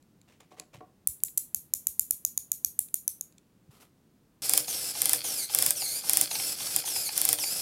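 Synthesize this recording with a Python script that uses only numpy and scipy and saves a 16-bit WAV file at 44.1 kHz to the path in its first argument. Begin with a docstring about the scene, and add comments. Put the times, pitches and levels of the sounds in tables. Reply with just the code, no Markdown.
"""Hand ratchet and servo-driven lever

A plastic ratchet gear is gripped and turned by hand over a table in a small ventilated room; its springy
pawls snap over the teeth, each impact exciting damped modes. Then a small servo swings a lever to and fro
on a plastic frame: its gear train whirrs and sags under load, its loose linkage clacks, and on every
push a ratchet rattles. One close microphone hears it all."""
import sys
import numpy as np
from scipy import signal
from scipy.fft import rfft, irfft, next_fast_len
from scipy.io import wavfile
from scipy.ndimage import uniform_filter1d, minimum_filter1d

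SR = 44100
rng = np.random.default_rng(int(sys.argv[2]) if len(sys.argv) > 2 else 0)


def unload_wav(signal):
    """Save mono or channel-first audio to the path in sys.argv[1] as 16-bit WAV at rate SR, clipped to [-1, 1]."""
    wavfile.write(
        sys.argv[1],
        SR,
        np.round(np.clip(np.atleast_2d(signal).T, -1, 1) * 32767).astype(np.int16),
    )


N = 335601
T = np.arange(N) / SR

# Levels in all tables are relative. Spectrum of the ventilation: frequency_hz, level_db
VENTILATION_SPECTRUM = [(15, -55), (25, -15.5), (53, -12), (97, -7), (175, -2.5), (317, -9), (363, -11.5),
                        (427, -15), (463, -15.5), (624, -21), (1520, -27.5), (2110, -30.5), (14400, -36.5),
                        (16000, -35)]
# reverberation of the room: frequency_hz, t60_s
ROOM_DECAY = [(200, 0.38), (1500, 0.22), (6000, .28), (10000, 0.08), (15000, 0.31)]
# light touches of a pawl on a tooth, bumps of the hands, thuds on the table: start_s, level_db
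TICKS = [(0.0253, -48), (0.2144, -42), (0.4045, -39.5), (0.5975, -19.5), (1.2022, -41), (1.283, -30.5),
         (2.8853, -38.5), (3.3238, -45), (3.3815, -36)]
BUMPS = [(0.403, -56), (0.515, -44), (0.57, -51), (0.597, -44.5), (0.735, -51), (0.807, -37)]
THUDS = [(0.747, -48), (0.778, -47.5), (3.689, -47.5)]
# resonances of the ticks and bumps: frequency_hz, width_hz, level_db
TICK_MODES = [(2400, 730, -11.5), (4040, 900, -6.5), (7300, 900, -2), (9500, 2000, -6.5),
              (12500, 2500, -18.5)]
BUMP_MODES = [(320, 60, -2), (467, 60, 0), (600, 53, -1.3), (733, 34, 1), (1080, 100, -1.2)]
# fingertips on the gear, a sleeve on the table: start_s, length_s, level_db
SKIN_RUBS = [(0.275, 0.065, -66), (0.4, 0.011, -59), (0.507, .016, -62), (0.566, 0.036, -60.5),
             (0.731, 0.017, -55)]
SLEEVE_RUBS = [(3.705, 0.074, -58), (3.8, 0.026, -51.5)]
# their friction spectra: frequency_hz, level_db
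SKIN_SPECTRUM = [(240, -27), (400, -1), (528, 2), (626, -2), (1460, -9.5), (2360, -5), (4650, -13),
                 (6950, -13.5), (16000, -26)]
SLEEVE_SPECTRUM = [(240, -37), (400, -1), (545, -10), (921, -10.5), (1250, -5), (1600, -16), (2510, -12.5),
                   (5780, -17), (12700, -16), (16000, -24)]
# pawl snaps of the hand-turned gear, whose ring shifts with the grip:
# start_s, crack_db, low_mode_hz, low_mode_db, middle_mode_db, finger_thud_db
HAND_SNAPS = [(1.073, -6, 7930, -2, 5, -46), (1.2358, -6.5, 7700, 1.5, 2.5, -63),
              (1.3753, -8.5, 7880, -1, 0, -62), (1.3786, -8, 7720, 1, 3, -58),
              (1.5461, -7.5, 6700, -3.5, -5, -54), (1.737, -5.5, 7170, 1, -1.5, -55),
              (1.8696, -6, 6900, 0, -1, -51), (1.9947, -5, 7330, -0.5, 1, -54.5),
              (2.1084, -4.5, 7050, -3.5, -1, -54.5), (2.2499, -7.5, 6750, 5, -6, -60),
              (2.376, -9.5, 6820, 6, -1, -57.5), (2.5172, -7.5, 6800, 3, -5, -66),
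              (2.6469, -6.5, 6740, 1.5, -5, -53), (2.7909, -7, 7840, -6.5, 4, -56),
              (2.9421, -7, 7100, 1, 1, -66), (3.0783, -7.5, 6120, 0, -9, -59),
              (3.2101, -13, 6660, 1, -9, -74)]
# resonances of a pawl (low, middle, high) and of the gear: frequency_hz, width_hz, level_db
PAWL_MODES = [(7100, 370, -14.5), (9970, 750, -12.5), (12230, 1300, -10)]
GEAR_MODES = [(2465, 550, -23), (4600, 550, -21.5), (8330, 1700, -11.5), (10600, 4500, 1.5),
              (13440, 4000, -5.5)]
# servo strokes, push and return in turn: start_s, length_s, level_db
STROKES = [(4.374, 0.23, -34), (4.671, 0.24, -33.5), (4.933, 0.23, -34), (5.237, .207, -33),
           (5.489, 0.23, -32.5), (5.756, 0.23, -33), (6.021, 0.22, -33.5), (6.301, .23, -33.5),
           (6.56, 0.24, -34.5), (6.85, 0.23, -33), (7.103, 0.237, -34), (7.38, .235, -33)]
# tight spots that load and slow the motor: centre_s, half_length_s, extra_load
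BINDS = [(4.5, .05, 0.1), (5.446, .065, 0.25), (5.862, 0.12, 0.25), (6.761, .07, .05), (6.97, .06, .085),
         (7.086, .045, .195), (7.446, .06, .21)]
# partials of the gear whine: tooth_rate_multiple, level_db
MESH_ORDERS = [(1, -13), (2, 0), (3, -9), (4, -9)]
# spectra of the tooth contacts, the rotor and the shaken frame: frequency_hz, level_db
HISS_SPECTRUM = [(710, -70), (1200, -104), (1640, -49), (1950, -32), (2650, -21), (3590, -12), (5180, -8),
                 (5900, -8), (7330, -7.5), (7740, -7), (8350, -9.5), (9820, -6), (12700, -7), (14000, -10),
                 (16000, -26)]
BUZZ_SPECTRUM = [(1500, -24), (1800, -13), (2050, 0), (2500, 0), (3200, -2), (4000, -1), (5300, 3),
                 (8000, -3), (12000, -13)]
RUMBLE_SPECTRUM = [(36, -26), (72, -1.5), (128, 5), (222, -2), (312, 4.5), (428, 0), (484, 5.5), (578, 3),
                   (755, 3.5), (1020, -5.5), (1600, 0.5)]
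# slack closing in the linkage: start_s, level_db, pitch_hz
KNOCKS = [(4.6803, -28, 4530), (4.9516, -28.5, 4240), (5.2444, -30.5, 3520), (5.4984, -34, 3300),
          (5.8192, -21.5, 4300), (6.0372, -36, 4580), (6.3116, -22, 3880), (6.353, -19.5, 4210),
          (6.3977, -28.5, 2620), (6.6044, -30, 3263), (6.8381, -30, 4800), (6.8751, -28.5, 3270),
          (6.9591, -22, 4800), (7.0894, -21, 4415), (7.3858, -27.5, 3250), (7.4382, -18, 4870)]
# snaps of the lever's ratchet: start_s, level_db
LEVER_SNAPS = [(4.4949, -9), (4.5354, -4), (4.576, -4.5), (5.018, -8.5), (5.0564, -7.5), (5.0941, -8.5),
               (5.1328, -3.5), (5.5479, -7), (5.5874, -9), (5.6241, -6.5), (5.663, -7), (5.7068, -9.5),
               (6.0955, -7.5), (6.133, -9), (6.1709, -6), (6.2119, -7.5), (6.7623, -9), (7.1776, -10),
               (7.215, -11), (7.2518, -9), (7.2893, -6.5), (7.3289, -6.5)]
# resonances of the loose linkage, lever ratchet and frame: frequency_hz, width_hz, level_db
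RATTLE_MODES = [(500, 150, -20), (800, 220, -10), (1470, 660, 0), (2500, 740, 6), (3310, 700, 9.5),
                (4350, 570, 13)]
LEVER_MODES = [(3174, 150, -16), (5420, 370, -4.5), (8070, 1500, -3), (9530, 760, 7.5), (10500, 690, -1.5),
               (12100, 1800, 5.5), (14300, 1600, -11)]
FRAME_MODES = [(135, 4.4, -8.5), (306.7, 7.2, -8.5), (483, 6.2, -7.5), (591, 5.9, -7.5), (780, 50, -1),
               (993, 450, -0.5), (2100, 780, 4), (3390, 220, 4)]

SERVO_FROM_S = 4.42   # the servo becomes audible in mid-stroke


def from_db(db):
    """Amplitude grows tenfold for every 20 dB."""
    return 10 ** (np.asarray(db) / 20)


def rms_one(x):
    """Normalisation to unit mean power."""
    return x / np.sqrt(np.mean(x ** 2) + 1e-20)


def add(out, start_s, sound):
    """Superposition: a sound adds to those already present."""
    at = max(0, round(start_s * SR))
    out[at:at + len(sound)] += sound[:N - at]


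def at_hz(points, hz):
    """Interpolation on a logarithmic frequency axis."""
    known, values = np.transpose(points)
    return np.interp(np.log(hz + 1), np.log(known), values)


def coloured(x, spectrum):
    """Spectral shaping, with a roll-off beyond the table's ends; unit rms."""
    size = next_fast_len(N)
    hz = np.fft.rfftfreq(size, 1 / SR)
    skirts = np.minimum(hz / spectrum[0][0], 1) ** 2 / np.maximum(hz / spectrum[-1][0], 1) ** 4
    return rms_one(irfft(rfft(x, size) * from_db(at_hz(spectrum, hz)) * skirts, size)[:N])


def drift(rate_hz):
    """Low-passed noise gives a slow random fluctuation of unit rms."""
    pole = np.exp(-2 * np.pi * rate_hz / SR)
    return rms_one(signal.lfilter([1], [1, -2 * pole, pole ** 2], rng.standard_normal(N + SR))[SR:])


def envelope(length_s, attack_s, release_s):
    """Exponential rise while driven, exponential decay afterwards."""
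    t = T[:SR // 2]
    return (1 - np.exp(-t / attack_s)) * np.exp(-np.maximum(t - length_s, 0) / release_s)


def resonate(x, hz, width_hz):
    """A damped oscillator with unit gain at resonance."""
    radius = np.exp(-np.pi * width_hz / SR)
    feedback = [1, -2 * radius * np.cos(2 * np.pi * hz / SR), radius ** 2]
    return signal.lfilter(np.array([1, 0, -1]) * (1 - radius ** 2) / 2, feedback, x)


def contact(chatter_s, size=8000):
    """An impact force is a quickly dying burst of tiny rebounds."""
    return rng.standard_normal(size) * np.exp(-np.minimum((T[:size] / chatter_s) ** 2, 40))


def struck(force, modes):
    """Modal synthesis: a force rings each mode with the energy set by its level."""
    rings = [resonate(resonate(force, hz, width), hz, hz / 2) for hz, width, _ in modes]
    return sum(from_db(db) * ring / np.linalg.norm(ring) for ring, (_, _, db) in zip(rings, modes))


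def blows(events, modes, chatter_s, gain_db):
    """Repeated impacts on one body excite the same modes, each with a new force."""
    out = np.zeros(N)
    for start_s, db in events:
        add(out, start_s, from_db(db + gain_db) * struck(contact(chatter_s), modes))
    return out


def reverb(x, wet_db, first_echo_s):
    """Diffuse reflections follow a short gap; each band decays at its own rate."""
    t = T[:SR // 2]
    tail, edges_hz = np.zeros(len(t)), np.geomspace(80, 19000, 9)
    for low, high in zip(edges_hz, edges_hz[1:]):
        bandpass = signal.butter(2, [low, high], "band", fs=SR, output="sos")
        band = signal.sosfilt(bandpass, rng.standard_normal(len(t)))
        tail += band * np.exp(-np.log(1000) * t / at_hz(ROOM_DECAY, np.sqrt(low * high)))
    out = np.zeros(N)
    add(out, first_echo_s, from_db(wet_db) * signal.fftconvolve(x, tail / np.linalg.norm(tail))[:N])
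    return out


def room(x, wet_db, first_echo_s):
    """The direct and reverberant fields add."""
    return x + reverb(x, wet_db, first_echo_s)


def ventilation(level_db=-64.5):
    """Moving air makes steady broadband noise, strongest in the bass."""
    return from_db(level_db) * coloured(rng.standard_normal(N), VENTILATION_SPECTRUM)


def pawl_ticks():
    """Light impacts of a pawl on a tooth excite brief, well-damped modes."""
    ticks = blows(TICKS, TICK_MODES, chatter_s=.0021, gain_db=6.5)
    return room(ticks, wet_db=-19.5, first_echo_s=.01)


def rubbing(rubs, spectrum, gain_db, grain_db):
    """Sliding friction makes grainy noise that swells with each rub."""
    pressure = np.zeros(N)
    for start_s, length_s, db in rubs:
        add(pressure, start_s, from_db(db + gain_db) * envelope(length_s, attack_s=.0034, release_s=.026))
    grains = rng.standard_normal(N) * from_db(grain_db * drift(140))
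    return pressure * coloured(grains, spectrum)


def hand_bumps(table_hz=124):
    """Soft impacts of the hands excite the low modes of gear and table."""
    bumps = blows(BUMPS, BUMP_MODES, chatter_s=.0032, gain_db=14)
    thuds = blows(THUDS, [(table_hz, 70, 0)], chatter_s=.0015, gain_db=24)
    return thuds + room(bumps, wet_db=-6, first_echo_s=.0093)


def hand_ratchet(chatter_s=.0007, pawl_lag_s=.001, full_snap_db=-9, high_follows=.35, low_cut_hz=2000):
    """Elastic release: the pawls drop off their teeth a moment apart, ring, and strike the gear."""
    direct, radiated = np.zeros((2, N))
    kick = signal.unit_impulse(SR // 10)
    for start_s, db, low_hz, low_db, middle_db, _ in HAND_SNAPS:
        force = contact(chatter_s) + np.roll(contact(chatter_s), round(pawl_lag_s * SR))
        shift = low_hz / PAWL_MODES[0][0]
        soft_db = 3 * min(db - full_snap_db, 0)   # a soft snap is duller and shakes the gear much less
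        grip = [(shift, low_db), (1, middle_db), (shift ** high_follows, soft_db)]
        pawl = [(hz * factor, width, db + mode_db + grip_db)
                for (hz, width, mode_db), (factor, grip_db) in zip(PAWL_MODES, grip)]
        add(direct, start_s, from_db(18) * struck(force, pawl))
        add(direct, start_s, from_db(db + 2) * struck(contact(chatter_s=.0027), GEAR_MODES))
        # over all directions the rebounds blend into one smooth kick
        shake = from_db(.5 * db + 1) * struck(kick, GEAR_MODES) + from_db(13) * struck(kick, pawl)
        add(radiated, start_s, from_db(soft_db) * shake)
    snaps = direct + reverb(radiated, wet_db=-14, first_echo_s=.011)
    highpass = signal.butter(2, low_cut_hz, "high", fs=SR, output="sos")
    return room(signal.sosfilt(highpass, snaps), wet_db=-16.5, first_echo_s=.011)


def finger_recoil(lag_s=.014, thud_hz=67.75):
    """Reaction: each snap jolts the gear against the fingers, which give way with a thud."""
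    jolts = [(start_s, db) for start_s, db, *_ in HAND_SNAPS]
    thuds = [(start_s + lag_s, db) for start_s, *_, db in HAND_SNAPS]
    return (blows(jolts, [(600, 1300, 0)], chatter_s=.0039, gain_db=-29.5)
            + blows(thuds, [(thud_hz, 70, 0)], chatter_s=.0029, gain_db=24.5))


def drive(free_tooth_hz=2783, sag_hz_per_s=850, slowing_hz_per_load=2210, race_s=.051, hold_db=-48):
    """A motor slows under load; gives the whirr's gain, the load (0-1) and the tooth rate."""
    whirr, load, age_s, race_hz = np.zeros((4, N))
    # spin_up_s, load, race_hz: on a return the motor races until the slack is taken up
    push, pull_back = (.03, .27, 0), (.0059, .4, 535)
    for k, (start_s, length_s, db) in enumerate(STROKES):
        spin_up_s, stroke_load, stroke_race_hz = pull_back if k % 2 else push
        add(whirr, start_s, from_db(db) * envelope(length_s, spin_up_s, release_s=.013))
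        on = T >= start_s
        load[on], age_s[on], race_hz[on] = stroke_load, T[on] - start_s, stroke_race_hz
    binding = sum(extra * np.exp(-((T - centre_s) / half_s) ** 2) for centre_s, half_s, extra in BINDS)
    race_hz *= np.exp(-(age_s / race_s) ** 2)
    tooth_hz = free_tooth_hz - sag_hz_per_s * age_s + race_hz - slowing_hz_per_load * binding
    # a faint whirr persists between strokes, while the gears run down and reverse
    whirr = np.hypot(whirr, from_db(hold_db)) * (T > SERVO_FROM_S)
    return whirr, np.clip(load + binding, 0, .85), tooth_hz


def tooth_hiss(tooth_hz, load, grain_db=1, case_hz=9400):
    """Comb filtering: loaded teeth scrape alike, gathering the hiss at multiples of the tooth rate."""
    scrape = rng.standard_normal(N) * from_db(grain_db * drift(750))
    scrapes = np.zeros(N)
    for k in range(4):
        delay = np.round(k * SR / tooth_hz).astype(int)
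        scrapes += load ** k * scrape[np.maximum(np.arange(N) - delay, 0)]
    scrapes *= np.sqrt(1 - load ** 2)
    case_ring = rms_one(resonate(scrapes, case_hz, width_hz=440))
    return from_db(-1) * coloured(scrapes, HISS_SPECTRUM) + from_db(-10) * case_ring


def mesh_whine(teeth_passed, load):
    """Random modulation: uneven teeth smear each partial into a narrow band; load makes it louder."""
    partials = [from_db(db) * np.real((drift(120) + 1j * drift(120)) * np.exp(2j * np.pi * k * teeth_passed))
                for k, db in MESH_ORDERS]
    return from_db(-1.5) * load * rms_one(sum(partials))


def servo(pinion_teeth=9, flutter_db=1.27):
    """Forced vibration: meshing teeth whine and hiss; the rotor pulses once a turn and shakes the frame."""
    whirr, load, tooth_hz = drive()
    teeth_passed = np.cumsum(tooth_hz) / SR
    whine = mesh_whine(teeth_passed, load)
    rotor_pulses = np.diff(np.floor(teeth_passed / pinion_teeth), prepend=0)
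    buzz = from_db(-4) * (1 - load) ** 2 * coloured(rotor_pulses, BUZZ_SPECTRUM)
    hiss = tooth_hiss(tooth_hz, load)
    rumble = from_db(-12) * (1 - load) * coloured(rng.standard_normal(N), RUMBLE_SPECTRUM)
    return whirr * (hiss + rumble + whine + buzz) * from_db(flutter_db * drift(41))


def linkage(touches_per_s=220, ring_hz=813, ring_follows=.31):
    """Backlash: loose joints rattle lightly, and close with a clack and a hollow ring of the frame."""
    _, load, _ = drive()
    touches = (rng.random(N) < touches_per_s / SR) * rng.standard_normal(N) * (T > SERVO_FROM_S)
    touches *= (1 - load) ** 2   # load presses the joints tight
    out = from_db(-48.5) * np.sqrt(N) * struck(touches, RATTLE_MODES) / len(RATTLE_MODES)
    for start_s, db, pitch_hz in KNOCKS:
        clack = [(pitch_hz, 1000, db + 13), (2600, 2600, db + 9.5)]
        ring = [(ring_hz, 170, ring_follows * db - 9.5)]
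        add(out, start_s, struck(contact(chatter_s=.0071), clack + ring))
    return out


def lever_ratchet():
    """Impact excitation: each snap on a push rings the ratchet's high modes."""
    snaps = blows(LEVER_SNAPS, LEVER_MODES, chatter_s=.0014, gain_db=6)
    return room(snaps, wet_db=-11.5, first_echo_s=.0049)


def frame_ring():
    """Structure-borne sound: the lever's snaps also ring the frame's lower modes."""
    return blows(LEVER_SNAPS, FRAME_MODES, chatter_s=.0057, gain_db=-10.5)


def scene():
    """All sources superpose at one point, so both channels are alike."""
    mono = ventilation() + pawl_ticks()
    mono += rubbing(SKIN_RUBS, SKIN_SPECTRUM, gain_db=1.5, grain_db=3)
    mono += hand_bumps() + hand_ratchet() + finger_recoil()
    mono += rubbing(SLEEVE_RUBS, SLEEVE_SPECTRUM, gain_db=-5, grain_db=1.5)
    mono += room(servo() + linkage() + frame_ring(), wet_db=-10.5, first_echo_s=.0063)
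    mono += lever_ratchet()
    return np.array([mono, mono])


def record(dry):
    """Peak and band limiting: the gain dips briefly at the tallest peaks, and the top is cut."""
    ceiling, cutoff_hz = .58, 16000
    gain = ceiling / np.maximum(np.abs(dry).max(axis=0), ceiling)
    gain = uniform_filter1d(minimum_filter1d(gain, size=45), size=45)
    return signal.sosfilt(signal.ellip(10, .2, 70, cutoff_hz, fs=SR, output="sos"), dry * gain)


dry = scene()
out = record(dry)
unload_wav(out)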